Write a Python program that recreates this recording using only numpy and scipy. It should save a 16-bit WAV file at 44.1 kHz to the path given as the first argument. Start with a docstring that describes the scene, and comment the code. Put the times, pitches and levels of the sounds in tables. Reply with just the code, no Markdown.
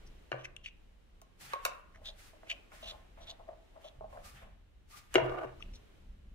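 """Unscrewing a hollow plastic case

A wooden table in a lively room, two spaced microphones close by: a small screwdriver backs a screw out of the case.
Slips of steel on steel make the tip click and scrape; slips of the thread make the hollow case creak and tap.
Soft noise gives the fingers on the handle and the wide treble of some scrapes; as the tip snaps out, and in a few
harder knocks and one heavy blow, case and table ring as resonances. Low rumble and hiss, shaped noise, lie under all."""
import sys
import numpy as np
from scipy import signal
from scipy.fft import rfft, irfft, next_fast_len
from scipy.io import wavfile
from scipy.ndimage import uniform_filter1d, map_coordinates

SR = 44100
rng = np.random.default_rng(int(sys.argv[2]) if len(sys.argv) > 2 else 0)


def generate_wav(sig):
    """Save sig (samples, or channels by samples) to the path in sys.argv[1] as 16-bit PCM at SR."""
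    pcm = np.round(np.clip(np.atleast_2d(sig).T, -1, 1) * 32767).astype(np.int16)
    wavfile.write(sys.argv[1], SR, pcm)


def volts(x):
    """Linear amplitude factor 10**(x/20) for a level x in dB, scalar or array-like."""
    e = np.asarray(x, float) / 20
    return 10 ** e


N = 279594


def unit(x):
    """Scale to rms 1."""
    return x / np.sqrt(np.mean(x ** 2) + 1e-20)


def along(points, hz):
    """Read (f/Hz, value) points on a log frequency axis."""
    f, value = np.transpose(points)
    return np.interp(np.log(hz + 1), np.log(f + 1), value)


def over_time(points):
    """Read (t/s, value) points at every sample."""
    return np.interp(np.arange(N) / SR, *np.transpose(points))


def strokes(rows, rise, fall):
    """One gain curve per row (t/s, level/dB, hold/s): a climb in dB per s, a hold from t, a fall in dB per s."""
    s, db, hold = np.array(rows)[:, :3].T[..., None]
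    t = np.arange(0, N + 64, 32) / SR
    climb = rise * np.maximum(s - t, 0)
    decay = fall * np.maximum(t - s - np.abs(hold), 0)
    gain = uniform_filter1d(volts(db - climb - decay), size=9)  # rounds the corners over 6.5 ms
    return np.repeat(gain, 32, axis=1)[:, :N]


def wobble(rate):
    """A smooth random curve, rate knots a second."""
    knots = rng.standard_normal(int(N * rate / SR) + 4)
    return map_coordinates(knots, [np.arange(N) * rate / SR])


def filtered(x, response):
    """x times a complex response of frequency."""
    m = next_fast_len(x.shape[-1] + 8192)
    return irfft(rfft(x, m) * response(np.fft.rfftfreq(m, 1 / SR)), m)[..., :x.shape[-1]]


def modes(peaks, hz):
    """Causal sum of resonances (f/Hz, width/Hz, level/dB) that all start in step."""
    return sum(volts(db) * 1j * hz * w / (c * c - hz * hz + 1j * hz * w) for c, w, db in peaks)


def band(x, lo_hz, hi_hz):
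    """Causal band-pass."""
    return signal.sosfilt(signal.butter(3, [lo_hz, hi_hz], "band", fs=SR, output="sos"), x)


def noise(spectrum, channels=1):
    """Coloured noise of rms 1, unrelated between channels."""
    white = rng.standard_normal((channels, N))
    return unit(filtered(white, lambda hz: volts(along(spectrum, hz))))


def slips(rate, spread_db):
    """Irregular tiny slips, about rate a second, of very uneven size; rms 1."""
    happens = rng.random(N) < rate / SR
    size = rng.standard_normal(N) * volts(spread_db * rng.standard_normal(N))
    return unit(happens * size)


def ears(x, scatter=0.28):
    """Two spaced microphones: above the bass they hear the sound over a quarter cycle apart, unevenly over frequency."""
    knots = rng.standard_normal(int(SR / 2 / 200) + 4)

    def phase(hz):
        turn = 0.9 + scatter * map_coordinates(knots, [hz / 500])  # radians each way, a knot every 500 Hz
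        return turn * hz ** 2 / (hz ** 2 + 380 ** 2)

    return filtered(x, lambda hz: np.exp(1j * phase(hz) * [[1], [-1]]))


def chatter(t60, push=7):
    """Contact force: one sharp push, then rattle dying by 60 dB in t60 s."""
    t = np.arange(SR // 3) / SR
    rattle = rng.standard_normal(len(t)) * volts(-60 * t / t60) * (1 - np.exp(-t / 0.00016))
    return push * (t == 0) + rattle


def add(pair, s, parts, levels_db, pan_db):
    """Set each part to its peak level, lean it left by pan_db each way, and place the sum at both microphones."""
    lean = np.broadcast_to(pan_db, len(parts))
    hit = sum(volts(db + np.array([[side], [-side]])) * part / np.abs(part).max()
              for part, db, side in zip(parts, levels_db, lean))
    # 40 samples of lead leave space for what the phase turn spreads ahead of the hit
    pair[:, round(s * SR) - 40:][:, :hit.shape[1]] += ears(np.roll(hit, 40, axis=1))


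# colour of the room's low rumble: f/Hz, level/dB (relative)
RUMBLE_COLOUR = [(12, -44), (20, 1), (45, -2), (82, -10), (150, -23.5), (178, -17.5), (200, -20.5),
                 (260, -26), (440, -120)]
# the rumble swells and sinks: t/s, level/dB (before its random lumps)
RUMBLE_LEVEL = [(0.0, -58.5), (1.25, -62), (1.73, -59.5), (2.31, -61.5), (2.81, -61), (3.07, -61.5),
                (3.34, -55.5), (3.669, -61.5), (4.17, -54.5), (5.08, -63), (5.16, -49.5), (5.53, -58.5),
                (5.72, -50.5), (5.881, -62), (5.979, -55), (6.34, -56)]
# colour of the hiss: f/Hz, level/dB (relative)
HISS_COLOUR = [(88, -58.5), (150, -17), (186, -18.5), (303, -8), (421, -10.5), (919, -19), (2790, -22),
               (3020, -20), (3320, -24.5), (3960, -25), (4540, -30), (7110, -33.5), (15600, -42),
               (16000, -78)]
# level of the steady soft noise, higher at the start and near 5.6 s: t/s, level/dB (before its random drift)
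HISS_LEVEL = [(0, -61), (0.7, -71), (1.3, -70.5), (2.5, -67.5), (3.1, -67.5), (4.4, -68), (4.75, -73),
              (5.601, -64), (6.34, -70.5)]


def background():
    """Lumpy low noise, nearly alike in both microphones, and an unrelated hiss."""
    low = volts(over_time(RUMBLE_LEVEL) + 2.9 * wobble(7.7)) * noise(RUMBLE_COLOUR)
    odd = volts(-71) * noise(RUMBLE_COLOUR) * [[1], [-1]]  # the small part that differs
    drift = volts(1.2 * wobble(5))
    hiss = volts(over_time(HISS_LEVEL)) * drift * noise(HISS_COLOUR, channels=2)
    return low + odd + hiss


# how long the lively room rings: f/Hz, t60/s
ROOM_T60 = [(150, 1), (600, 0.45), (1100, 0.61), (2600, 0.41), (3600, 0.3), (7000, 0.16), (14000, 0.035)]


def room(x):
    """A diffuse noise tail, drawn anew every third of a second; each frequency dies at its own speed."""
    out, step = np.zeros((2, N + 2 * SR)), SR // 3
    for start in range(0, N, step):
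        hz, t, z = signal.stft(rng.standard_normal((2, SR)), SR, nperseg=256)
        decay = volts(-60 * t / along(ROOM_T60, hz)[:, None])
        tail = signal.istft(z * decay, SR, nperseg=256)[1]
        tail = tail / np.linalg.norm(tail[0])
        wet = signal.fftconvolve(x[None, start:start + step], tail, axes=1)
        out[:, start + 200:][:, :wet.shape[1]] += wet  # the tail comes 200 samples late
    return out[:, :N]


# pushes on the table top: t/s, level/dB (before the slow onset)
THUDS_PUSHED = [(0.328, -42), (1.429, -59), (3.966, -55.5), (4.333, -59), (5.16, -41), (5.22, -33.5),
                (5.456, -48)]


def thuds():
    """The table top's lowest mode, 128 Hz, slow to start and slow to die."""
    out, t = np.zeros(N + SR), np.arange(SR // 2) / SR
    onset = 1 - np.exp(-t / 0.0045)
    for s, db in THUDS_PUSHED:
        decay = volts(db - 60 * t / 0.46)
        out[round(s * SR):][:len(t)] += decay * onset * np.sin(2 * np.pi * 128 * t)
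    return out[:N]


# resonances of the wooden table top: f/Hz, width/Hz, level/dB (relative)
TABLE_MODES = [(225, 63, -5), (336, 7.7, -12), (382, 33, -5.5), (479.7, 29, -3), (517.7, 28, -4.5),
               (556, 18, -3), (604.6, 20, -0.5), (653, 41, -2), (718, 30, -12.5), (985, 130, -13.5),
               (1173, 120, -11.5), (1414, 210, -8.5), (1780, 170, -12), (2330, 240, -5), (2800, 170, 1.2),
               (3600, 270, -15), (6340, 2100, -11)]
# noisy ringing after the first knock, then bumps of the drag after the heavy blow:
# t/s, level/dB (before the shares of its parts), hold/s
SLIDE_BUMPS = [(0.335, -63, 0.023), (0.375, -63.5, 0.027), (5.2, -47.5, 0.013), (5.235, -46.5, 0.033),
               (5.285, -46, 0.048), (5.365, -45.5, 0.021), (5.41, -50, 0.0083), (5.44, -51.5, 0.012),
               (5.48, -57, 0.011), (5.52, -64.5, 0.0084)]
# note of the air gap under the dragged thing, narrowing upward: t/s, f/Hz
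GAP_NOTE = [(5.2, 560), (5.35, 620), (5.501, 630)]
# colour of the drag: f/Hz, level/dB (relative)
DRAG_COLOUR = [(150, -41.5), (250, -37.5), (329, -5), (415, -12), (580, -13.5), (883, -9), (1210, 2.5),
               (1340, -3.5), (1470, 3.5), (2020, -1.5), (3300, -17), (4500, -30.5), (6200, -55.5),
               (8000, -63), (12000, -90), (16000, -110)]


def slide():
    """Gritty slips sound the table's modes and an air gap: noisy ringing after the first knock, later an uneven drag."""
    grit = np.array([slips(3000, spread_db=2), slips(3000, spread_db=2)])

    def surface(hz):
        return volts(along(DRAG_COLOUR, hz)) * (np.abs(modes(TABLE_MODES, hz)) + 0.089) ** 0.89

    drag = filtered(grit, surface)
    bumps = volts(3 * np.array([wobble(60), wobble(70)]))
    s, gap_hz = np.transpose(GAP_NOTE)
    t = np.arange(N) / SR
    gap = 0
    for share, note_hz in zip(np.eye(len(s)), gap_hz):  # crossfade from note to note
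        note = unit(filtered(grit, lambda hz: modes([(note_hz, 90, 0)], hz)))
        gap = gap + np.interp(t, s, share) * note
    low = bumps[0] * (volts(2.5) * unit(band(drag, 280, 900)) + volts(-8.5) * gap)
    high = volts(-5.5) * bumps[1] * unit(band(drag, 980, 8000))
    return strokes(SLIDE_BUMPS, rise=760, fall=610).sum(axis=0) * (low + high)


# the hollow, wall, upper and crack ranges of a hit: low edge f/Hz, high edge f/Hz
HIT_RANGES = [(320, 900), (900, 2000), (2000, 5000), (5000, 15000)]


def knocks(events, body, t60, pans_db):
    """Each hit rings the body, its modes a little differently; its four ranges have their own strengths."""
    pair = np.zeros((2, N + SR))
    for s, db, hollow_db, wall_db, crack_db in events:
        detune = 1 + rng.standard_normal((len(body), 1)) * [0.012, 0, 0]
        relevel_db = rng.standard_normal((len(body), 1)) * [0, 0, 1.5]
        struck = np.array(body) * detune + relevel_db
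        ring = filtered(chatter(t60), lambda hz: modes(struck, hz))
        levels_db = db + np.array([hollow_db, wall_db, 0, crack_db])
        add(pair, s, [band(ring, *edges) for edges in HIT_RANGES], levels_db, pans_db)
    return pair[:, :N]


# blows on the table, and at 5.1415 s the tip snapping out just before the heavy blow:
# t/s, upper level/dB, then relative to it: hollow level/dB, wall level/dB, crack level/dB
TABLE_HITS = [(0.3175, -30.5, 3.5, 6, -23), (0.3274, -44.5, -26, 18.5, -43), (0.3424, -55.5, 23, -9, -25),
              (5.1415, -29, -15, -2, 4), (5.1485, -29.5, 0, 2.5, -10.5), (5.1552, -14.5, 4.5, 3, -17.5),
              (5.1585, -26.5, 13, 3, -17.5), (5.1654, -30, -2, 5, -30), (5.1814, -36.5, 20, 15.5, -25.5),
              (5.1984, -49, 8, 18, -34), (5.2614, -47.5, 13.5, -3, -17.5), (5.2955, -41, -8, -4, -17),
              (5.444, -55, 20.5, 17, -22)]
# lean to the left, each way, of the four ranges: level/dB
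TABLE_LEAN = [2.87, 0.3, 0.6, 2.5]


def table_knocks_and_snap():
    """Short contact forces ring the modes of the table top, for the blows and for the tip snapping out."""
    return knocks(TABLE_HITS, TABLE_MODES, 0.022, TABLE_LEAN)


# clacks of the case: t/s, upper level/dB, then relative to it: hollow level/dB, wall level/dB, crack level/dB
CASE_HITS = [(1.2164, -51, -13, -1.5, 8.5), (1.5341, -32, -1.5, 7, -2), (1.5594, -59.5, 20, -5.5, -9),
             (1.6512, -21, -17.5, -0.5, 6), (1.6542, -26.5, -1.5, 3.5, -4), (1.6623, -32.5, -8, 6.5, 3),
             (1.6792, -53.5, 13.5, 17.5, -16), (2.7187, -59, -5, 14.5, 4)]
# resonances of the struck case: f/Hz, width/Hz, level/dB (relative)
CASE_MODES = [(560, 42, -18), (560, 45, 8), (667, 37, -6), (956, 79, -7.5), (1069.6, 13.3, 0.5),
              (1075, 73, -14), (1400, 53, -9), (1820, 300, -28), (2210, 140, -10), (2480, 75, -14),
              (2660, 140, -9.5), (3670, 260, -14), (5550, 860, -27), (9460, 13000, -29)]
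# lean to the left, each way, of the four ranges: level/dB
CASE_LEAN = [0.9, -0.3, 0.12, 1.6]


def case_clacks():
    """Short contact forces ring the modes of the plastic case."""
    return knocks(CASE_HITS, CASE_MODES, 0.025, CASE_LEAN)


# soft rushes: fingers along the handle, and the wide treble of some tip scrapes:
# t/s, level/dB (before flutter), hold/s, dull part level/dB (relative)
SOFT_RUSHES = [(1.417, -54.5, 0.044, -4), (1.525, -69, 0.0022, 15.5), (1.654, -56.5, 0.0046, -13),
               (2.052, -65, 0.004, 1.5), (2.193, -60, 0.06, -4), (2.491, -69, 0.013, 3.5),
               (2.735, -63.5, 0.084, 2), (2.88, -62.5, 0.0065, 0), (3.187, -76.5, .005, 10.5),
               (3.27, -74, 0.0041, 7.5), (3.815, -74.5, 0.045, 3), (4.107, -72, 0.077, 3),
               (4.251, -58, 0.046, -6.5), (4.37, -75, 0.023, 13), (4.913, -59, 0.066, -4.5),
               (5.136, -64, 0.011, 6)]
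# a fingertip squeaks while brushing: t/s, level/dB, hold/s
SQUEAKS = [(4.25, -62.5, 0.045), (4.935, -56.5, 0.018)]
# colour of the soft rush: f/Hz, level/dB (relative)
RUSH_COLOUR = [(1470, -4), (2500, 0), (2960, -5), (4130, -0.5), (4560, -1), (10700, -5.5), (15600, -11),
               (16000, -58.5)]
# colour of the duller lower part: f/Hz, level/dB (relative)
DULL_COLOUR = [(470, -43.5), (800, -4), (951, -14.5), (1230, -7.5), (1360, -6.5), (1930, -7), (2800, -10),
               (3640, -13.5), (6160, -120)]


def soft_rushes():
    """Noise for skin on plastic and some scrapes' treble: wide, with a dull lingering part, a squeak and a low shake."""
    flutter = volts(1.6 * wobble(44))
    stroke = flutter * strokes(SOFT_RUSHES, rise=600, fall=162).sum(axis=0)
    dull_gain = volts(np.array(SOFT_RUSHES)[:, 3])
    heavy = flutter * (dull_gain @ strokes(SOFT_RUSHES, rise=600, fall=115))
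    rush = stroke * noise(RUSH_COLOUR, channels=2) + heavy * noise(DULL_COLOUR, channels=2)
    white = rng.standard_normal((2, N))
    squeak = unit(filtered(white, lambda hz: modes([(1195, 120, 0)], hz) ** 2))
    squeak = strokes(SQUEAKS, rise=930, fall=360).sum(axis=0) * squeak
    shake = volts(-12.0) * stroke * unit(band(rng.standard_normal(N), 55, 190))
    return rush + squeak, shake


# resonances of the hollow case under the thread: f/Hz, width/Hz, level/dB (relative)
HOLLOW_MODES = [(573, 6.2, -5.5), (647.5, 54, -2), (776, 170, -16.5), (1048, 18, -11)]
# bursts of the thread creaking: t/s, level/dB (before the lean), hold/s
CREAK_BURSTS = [(1.96, -65, 0.018), (2.02, -61, 0.0074), (2.085, -60, 0.014), (2.338, -60.5, 0.0032),
                (2.438, -58.5, 0.022), (2.506, -58.5, 0.02), (2.72, -60.5, 0.016), (2.83, -58, 0.036),
                (2.87, -66, 0.0099), (2.91, -54.5, 0.034), (3.18, -57.5, 0.049), (3.29, -57, 0.033),
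                (3.4, -54, 0.0045), (3.488, -47.5, 0.003), (3.53, -79, 0.011), (3.74, -67.5, 0.022),
                (3.765, -59, 0.0083), (3.846, -48, 0.0038), (4.012, -52.5, 0.0036), (4.045, -59, 0.013),
                (4.136, -49.5, 0.029), (4.184, -63, 0.0075), (4.42, -60, 0.013), (4.47, -64.5, 0.0045)]


def creak():
    """Stick-slip of the thread shakes the hollow case."""
    shaken = filtered(slips(2500, spread_db=3.5), lambda hz: modes(HOLLOW_MODES, hz))
    return strokes(CREAK_BURSTS, rise=1600, fall=370).sum(axis=0) * unit(band(shaken, 434.0, 1150))


# single slips of the thread: t/s, level/dB (before the lean), upper part level/dB (relative)
THREAD_TAPS = [(1.219, -50, -22), (2.017, -53.5, -3), (2.333, -51.5, -23), (2.432, -47, 1), (3.174, -55, 5),
               (3.399, -52, -20), (3.488, -35, -12), (3.531, -45, -6), (3.766, -57.5, 6), (3.844, -52, -15),
               (4.009, -39.5, -36), (4.042, -36.5, -30), (4.127, -48.5, 3), (4.173, -44.5, 2)]


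def taps():
    """A larger slip of the thread knocks the hollow case softly."""
    pair = np.zeros((2, N + SR))
    for s, db, upper_db in THREAD_TAPS:
        ring = filtered(chatter(0.024, push=8.1), lambda hz: modes(HOLLOW_MODES, hz))
        parts = [band(ring, 340, 990), band(ring, 887, 1900)]
        add(pair, s, parts, [db, db + upper_db], pan_db=-1.5)
    return pair[:, :N]


# tip touching the screw head: t/s, level/dB (before the lean), ring f/Hz, crack level/dB (relative)
TIP_TICKS = [(0.4461, -52, 2380, 6), (0.4539, -38.5, 1880, -25), (0.5648, -35, 2850, -6),
             (0.66, -31.5, 2560, -26), (2.0578, -36, 3500, -26), (2.087, -43, 3320, -27),
             (2.5141, -29, 2500, -34), (5.6052, -48.5, 1175, -27.5), (5.6244, -36, 2800, -18),
             (5.737, -54, 2630, -6), (5.7565, -51, 4100, 0)]


def ticks():
    """The steel tip rings briefly on one focused pitch, with a dry crack above."""
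    pair = np.zeros((2, N + SR))
    for s, db, ring_hz, crack_db in TIP_TICKS:
        force = chatter(0.0154, push=5.9)
        ring = filtered(force, lambda hz: modes([(ring_hz, 0.21 * ring_hz, 0)], hz) ** 2)
        add(pair, s, [ring, band(force, 3000, 8400)], [db, db + crack_db], pan_db=3.5)
    return pair[:, :N]


# tip scraping in the screw head: t/s, ring level/dB, hold/s, ring f/Hz, upper resonance level/dB (relative)
TIP_SCRAPES = [(0.067, -69.5, 0.0092, 4970, 3.5), (0.386, -61, 0.035, 2880, -13),
               (0.447, -45.5, 0.0058, 2480, -10), (0.644, -52, 0.018, 2830, -13),
               (0.662, -50.5, 0.021, 2660, -28), (1.949, -58.5, 0.015, 1700, -17),
               (2.057, -47, 0.041, 3600, -18), (2.471, -57.5, 0.024, 2280, -23),
               (2.503, -37.5, 0.015, 2760, -21), (2.827, -51, 0.044, 3150, -29),
               (2.877, -45, 0.033, 3490, -27), (3.214, -60, 0.03, 3550, -7),
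               (3.273, -55.5, 0.02, 3420, -20), (3.299, -47, 0.0088, 3670, -11.5),
               (3.842, -59, 0.045, 3300, -13.5), (5.604, -65, 0.031, 2700, -3),
               (5.739, -64.5, 0.028, 3950, 0.5)]


def scrape():
    """Dense slips of steel on steel through a steep resonance set by how the tip sits, an upper one and a fine rasp."""
    grit = slips(12000, spread_db=2) * volts(2.5 * wobble(250))
    upper = unit(filtered(grit, lambda hz: modes([(5580, 960, 0)], hz) ** 2))
    upper = upper + volts(-12.0) * unit(band(grit, 3600, 10500))
    rasp = volts(-15.5) * unit(band(grit, 1870, 6040))
    out = np.zeros((2, N))
    for gain, (*_, ring_hz, upper_db) in zip(strokes(TIP_SCRAPES, rise=1780, fall=1220), TIP_SCRAPES):
        ring = unit(filtered(grit, lambda hz: modes([(ring_hz, 1000, 0)], hz) ** 2))
        out += ears(gain * (ring + rasp + volts(upper_db) * upper), scatter=0.3)
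    return out


def scene():
    """Near sounds, their room and the background; the tip and the slide stir the room less than the rest."""
    rushes, shake = soft_rushes()
    creaking = ears(creak()) * volts([[2.2], [-2.2]])  # leans left
    bodies = table_knocks_and_snap() + case_clacks() + taps() + creaking + rushes
    tip_and_slide = ticks() + scrape() + slide()
    wet = room(volts(-12.5) * bodies[0] + volts(-20) * tip_and_slide[0])
    return bodies + tip_and_slide + wet + shake + thuds() + background()


def roll_off(x):
    """The treble ends steeply here."""
    return signal.sosfilt(signal.butter(12, 16440, fs=SR, output="sos"), x)


def record(dry):
    """Takes down the finished mix of the two microphones."""
    return roll_off(dry)


dry = scene()
out = record(dry)
generate_wav(out)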